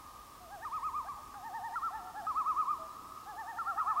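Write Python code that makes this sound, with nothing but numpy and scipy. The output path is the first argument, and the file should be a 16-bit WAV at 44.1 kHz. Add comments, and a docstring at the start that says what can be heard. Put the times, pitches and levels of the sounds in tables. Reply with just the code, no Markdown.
"""The echo of a loon call fades over faint air rumble and microphone hiss, in a still lake valley at dawn. Then
two loons trade tremolo calls. Each call is modulated in pitch and loudness about ten times a second and breaks
from a reedy low register into a louder, purer high one. Scattering from the forested slopes makes the calls
reverberate for seconds. The second call opens with a rough catch; a soft tick and a thin electrical whine lie
underneath."""
import sys
import numpy as np
from scipy import signal
from scipy.fft import rfft, irfft
from scipy.io import wavfile
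from scipy.ndimage import uniform_filter1d

SR = 44100
rng = np.random.default_rng(int(sys.argv[2]) if len(sys.argv) > 2 else 0)


def file_out(sig):
    """Save sig as 16-bit WAV at sys.argv[1]."""
    # one column per channel
    cols = np.atleast_2d(sig).T
    # limit, then scale
    lim = np.clip(cols, -1, 1)
    pcm = np.round(lim * 32767).astype(np.int16)
    wavfile.write(sys.argv[1], SR, pcm)


N = 176400


def amp(db):
    """Amplitude ratio of a level in decibels."""
    return 10 ** (np.asarray(db) / 20)


def unit(x):
    """Normalisation to an rms of 1."""
    return x / np.sqrt(np.mean(x ** 2) + 1e-20)


def curve_at(points, hz):
    """Interpolation of a spectrum on a logarithmic frequency axis."""
    f, value = np.transpose(points)
    return np.interp(np.log(hz + 1), np.log(f), value)


def wander(size, hz):
    """Low-pass noise: smooth random motion up to the given rate."""
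    f = np.fft.rfftfreq(size, 1 / SR)
    return unit(irfft(rfft(rng.standard_normal(size)) / (1 + (f / hz) ** 4), size))


def gate(t, start, end, edge):
    """A window from start to end with raised-cosine edges."""
    return np.sin(np.pi / 2 * np.clip(np.minimum(t - start, end - t) / edge, 0, 1)) ** 2


# Spectrum of the air and hiss. Each row: frequency in Hz, relative spectral density in dB.
AIR_SPECTRUM = [(12, -21), (25, -5.5), (60, 1.5), (100, -2.5), (170, -9), (240, -5.5), (330, -5.5),
                (450, -10.5), (1000, -11.5), (2100, -18), (5000, -18.5), (10000, -21.5), (15500, -23)]
# Stereo width of the air. Each row: frequency in Hz, side level relative to mid in dB.
AIR_WIDTH = [(25, -14), (80, -16.5), (1000, -31), (5000, -37.5), (9000, -33), (14000, -8.5)]
# Swell and ebb of the low air. Each row: time in seconds, rumble gain in dB, rush gain in dB.
AIR_SWELLS = [(0, -0.5, -2), (1.1, 2, -1), (1.7, -0.5, -3), (2.4, 0.5, 3.5), (3.0, -1.5, 1), (4, -4, -1)]


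def air():
    """Spectrally shaped noise: rumble, low rush and hiss, nearly alike at both ears."""
    frame, hop = 4096, 1024
    hz = np.fft.rfftfreq(frame, 1 / SR)
    mid_re, mid_im, side_re, side_im, patches = rng.standard_normal((5, N // hop + 5, len(hz)))
    t = np.arange(len(patches))[:, None] * hop / SR
    # The level drifts a little, in patches of time and frequency.
    patches = uniform_filter1d(patches, size=5, axis=0)
    drift_db = 0.86 * unit(uniform_filter1d(patches, size=25, axis=1))
    at, rumble_db, rush_db = np.transpose(AIR_SWELLS)
    rumble_band = 1 / (1 + (hz / 130) ** 4)
    rush_band = np.exp(-((hz - 313) / 94) ** 2)
    swell_db = np.interp(t, at, rumble_db) * rumble_band + np.interp(t, at, rush_db) * rush_band
    spectra = np.array([mid_re + 1j * mid_im, (side_re + 1j * side_im) * amp(curve_at(AIR_WIDTH, hz))])
    spectra *= amp(curve_at(AIR_SPECTRUM, hz) + swell_db + drift_db)
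    mid, side = signal.istft(spectra.transpose(0, 2, 1), nperseg=frame, noverlap=frame - hop)[1][:, :N]
    return amp(-57) * unit(np.array([mid + side, mid - side]))


# Faint electrical tones. Each row: frequency in Hz, rms level in dB.
WHINE_TONES = [(5335, -77.5), (7111, -87)]


def whine():
    """A line spectrum: steady sinusoids from the electronics."""
    t = np.arange(N) / SR
    return sum(np.sqrt(2) * amp(db) * np.sin(2 * np.pi * hz * t) for hz, db in WHINE_TONES)


# Soft dry ticks: a lone one, and a rough catch as the second call begins. Each row: start in seconds, rms level
# at the envelope's peak in dB.
SOFT_TICKS = [(.349, -53.5), (1.338, -45.5)]


def ticks(centre_hz=1070, width_octaves=0.4, rise_s=0.0044):
    """Transients: band-limited noise under a fast rise and an exponential decay."""
    octaves = np.log2((np.fft.rfftfreq(N, 1 / SR) + 1) / centre_hz)
    band = np.exp(-.5 * (octaves / width_octaves) ** 2)
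    noise = unit(irfft(rfft(rng.standard_normal(N)) * band, N))
    envelope = np.zeros(N)
    for start, db in SOFT_TICKS:
        age = np.maximum(np.arange(N) / SR - start, 0) / rise_s
        envelope += amp(db) * age * np.exp(1 - age)
    return noise * envelope


# Frequency response of the echoes. Each row: frequency in Hz, gain in dB.
ECHO_RESPONSE = [(640, -5), (880, 1), (1250, -1.5), (1520, -1), (1850, -1), (2600, -11)]


def valley(calls):
    """Diffuse reverberation: countless tree echoes build up and decay exponentially, near ones first."""
    t = np.arange(N) / SR
    near_forest, far_slopes = (-11.5, 0.91, 0.075), (-11, 5.37, 0.12)
    tail = np.zeros(N)
    for db, t60_s, rise_s in (near_forest, far_slopes):
        envelope = (1 - np.exp(-(t / rise_s) ** 2)) * np.exp(-np.log(1000) * t / t60_s)
        tail += amp(db) * unit(envelope * rng.standard_normal(N)) / np.sqrt(N)
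    colour = amp(curve_at(ECHO_RESPONSE, np.fft.rfftfreq(N, 1 / SR)))
    impulse_response = irfft(rfft(tail) * colour, N)
    return signal.fftconvolve(calls, impulse_response)[:len(calls)]


# Tremolo swings, one table a call. Each row: crest time in seconds, then the frequency in Hz and
# rms level in dB of the low register's fundamental at that crest.
SWINGS_1 = [(.425, 728.4, -55.5), (.538, 823, -46.5), (.648, 922, -46), (.754, 929, -43), (.861, 929, -42),
            (.973, 896.8, -43), (1.097, 850, -45.5), (1.2, 607, -62)]
SWINGS_2 = [(1.362, 825, -48.5), (1.465, 917, -43), (1.562, 918, -39.5), (1.66, 928, -39.5),
            (1.756, 968, -41), (1.855, 940, -41.5), (1.959, 890, -40.5), (2.075, 742, -49.5)]
SWINGS_3 = [(2.185, 855, -42), (2.288, 906.5, -40.5), (2.39, 909.3, -37.5), (2.492, 902, -38),
            (2.598, 893.5, -38), (2.712, 862.6, -38.5), (2.835, 647.6, -52)]
SWINGS_4 = [(3.299, 853, -46.5), (3.399, 901, -42), (3.498, 923, -42.5), (3.595, 938, -42.5),
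            (3.693, 940, -41), (3.8, 940, -44.5), (3.905, 888, -42), (4.02, 692.7, -51.5)]
SWINGS_5 = [(3.695, 807, -44.5), (3.795, 905, -38.5), (3.897, 915, -38), (3.998, 903, -36.5)]


def tremolo(t, swings, start, end, rest_hz, jump, low_octave_db, high_octave_db, high_spans):
    """Frequency and amplitude modulation: a voice sags between crests and flips between two registers."""
    swing_s, break_s = .108, 0.0031
    low_dip_db, high_dip_db, high_gain_db = -7, -15.5, 7
    jitter, shimmer_db, wander_hz = 0.00286, 0.16, 126
    crest_s, crest_hz, crest_db = np.transpose(swings)
    beats = np.r_[crest_s[0] - swing_s, crest_s, crest_s[-1] + swing_s]
    cycles = np.interp(t, beats, np.arange(len(beats)))
    sag = (np.sin(np.pi * cycles) ** 2) ** 1.25  # broad crests at 0, narrow dips at 1
    top_hz = crest_hz[np.searchsorted((crest_s[1:] + crest_s[:-1]) / 2, t)]  # nearest crest
    hz = top_hz - sag * np.maximum(top_hz - rest_hz, 0)
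    hz *= 1 + jitter * wander(len(t), wander_hz)
    phase = 2 * np.pi * np.cumsum(hz) / SR
    reediness = amp(low_octave_db - .1 * np.maximum(885 - hz, 0))  # the octave weakens below 885 Hz
    low = amp(low_dip_db * sag) * (np.sin(phase) + reediness * np.sin(2 * phase))
    high = np.sin(jump * phase) + amp(high_octave_db) * np.sin(2 * jump * phase)
    high *= amp(high_gain_db + high_dip_db * sag ** 2.47)
    in_high = sum(gate(t, on - break_s / 2, off + break_s / 2, break_s) for on, off in high_spans)
    level = amp(np.interp(t, crest_s, crest_db) + shimmer_db * wander(len(t), wander_hz))
    return np.sqrt(2) * level * gate(t, start, end, edge=0.012) * (low + in_high * (high - low))


# The loons' calls. Each row: swing table, start and end in seconds, resting pitch in Hz, pitch ratio of
# high to low register, full octave strength in the low and in the high register in dB relative to
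# the fundamental, spans in the high register as (from, to) in seconds.
LOON_CALLS = [ (SWINGS_1, 0.398, 1.225, 645, 1.37, -1.1, -29, [(.65, 1.047), (1.085, 1.187)]),
              (SWINGS_2, 1.342, 2.122, 716, 1.445, -10, -55, [(1.758, 1.908)]),
              (SWINGS_3, 2.133, 2.878, 675, 1.42, -4.5, -35.5, [(2.268, 2.787)]),
              (SWINGS_4, 3.255, 4.1, 708, 1.47, -6, -45, [(3.587, 3.745), (3.798, 3.845)]),
              (SWINGS_5, 3.662, 4.3, 675, 1.42, -4.5, -38.5, [(3.778, 4.3)]), ]


def loons(t):
    """Superposition of the calls, with an early copy of the first that is heard only by its echo."""
    calls = sum(tremolo(t, *call) for call in LOON_CALLS)
    early_call = amp(5) * tremolo(t + 1.65, *LOON_CALLS[0])
    return calls + early_call


def scene():
    """Direct sound and reverberation of the distant birds add in the centre, over the background."""
    lead = 2 * SR  # the valley is already ringing at time zero
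    calls = loons(np.arange(-lead, N) / SR)
    return (calls + valley(calls))[lead:] + air() + ticks() + whine()


def record(dry):
    """Band limiting: a linear-phase low-pass filter removes the highest treble."""
    lowpass = signal.firwin(801, cutoff=15800, window=("kaiser", 9), fs=SR)
    return signal.oaconvolve(dry, lowpass[None], "same", axes=1)


dry = scene()
out = record(dry)
file_out(out)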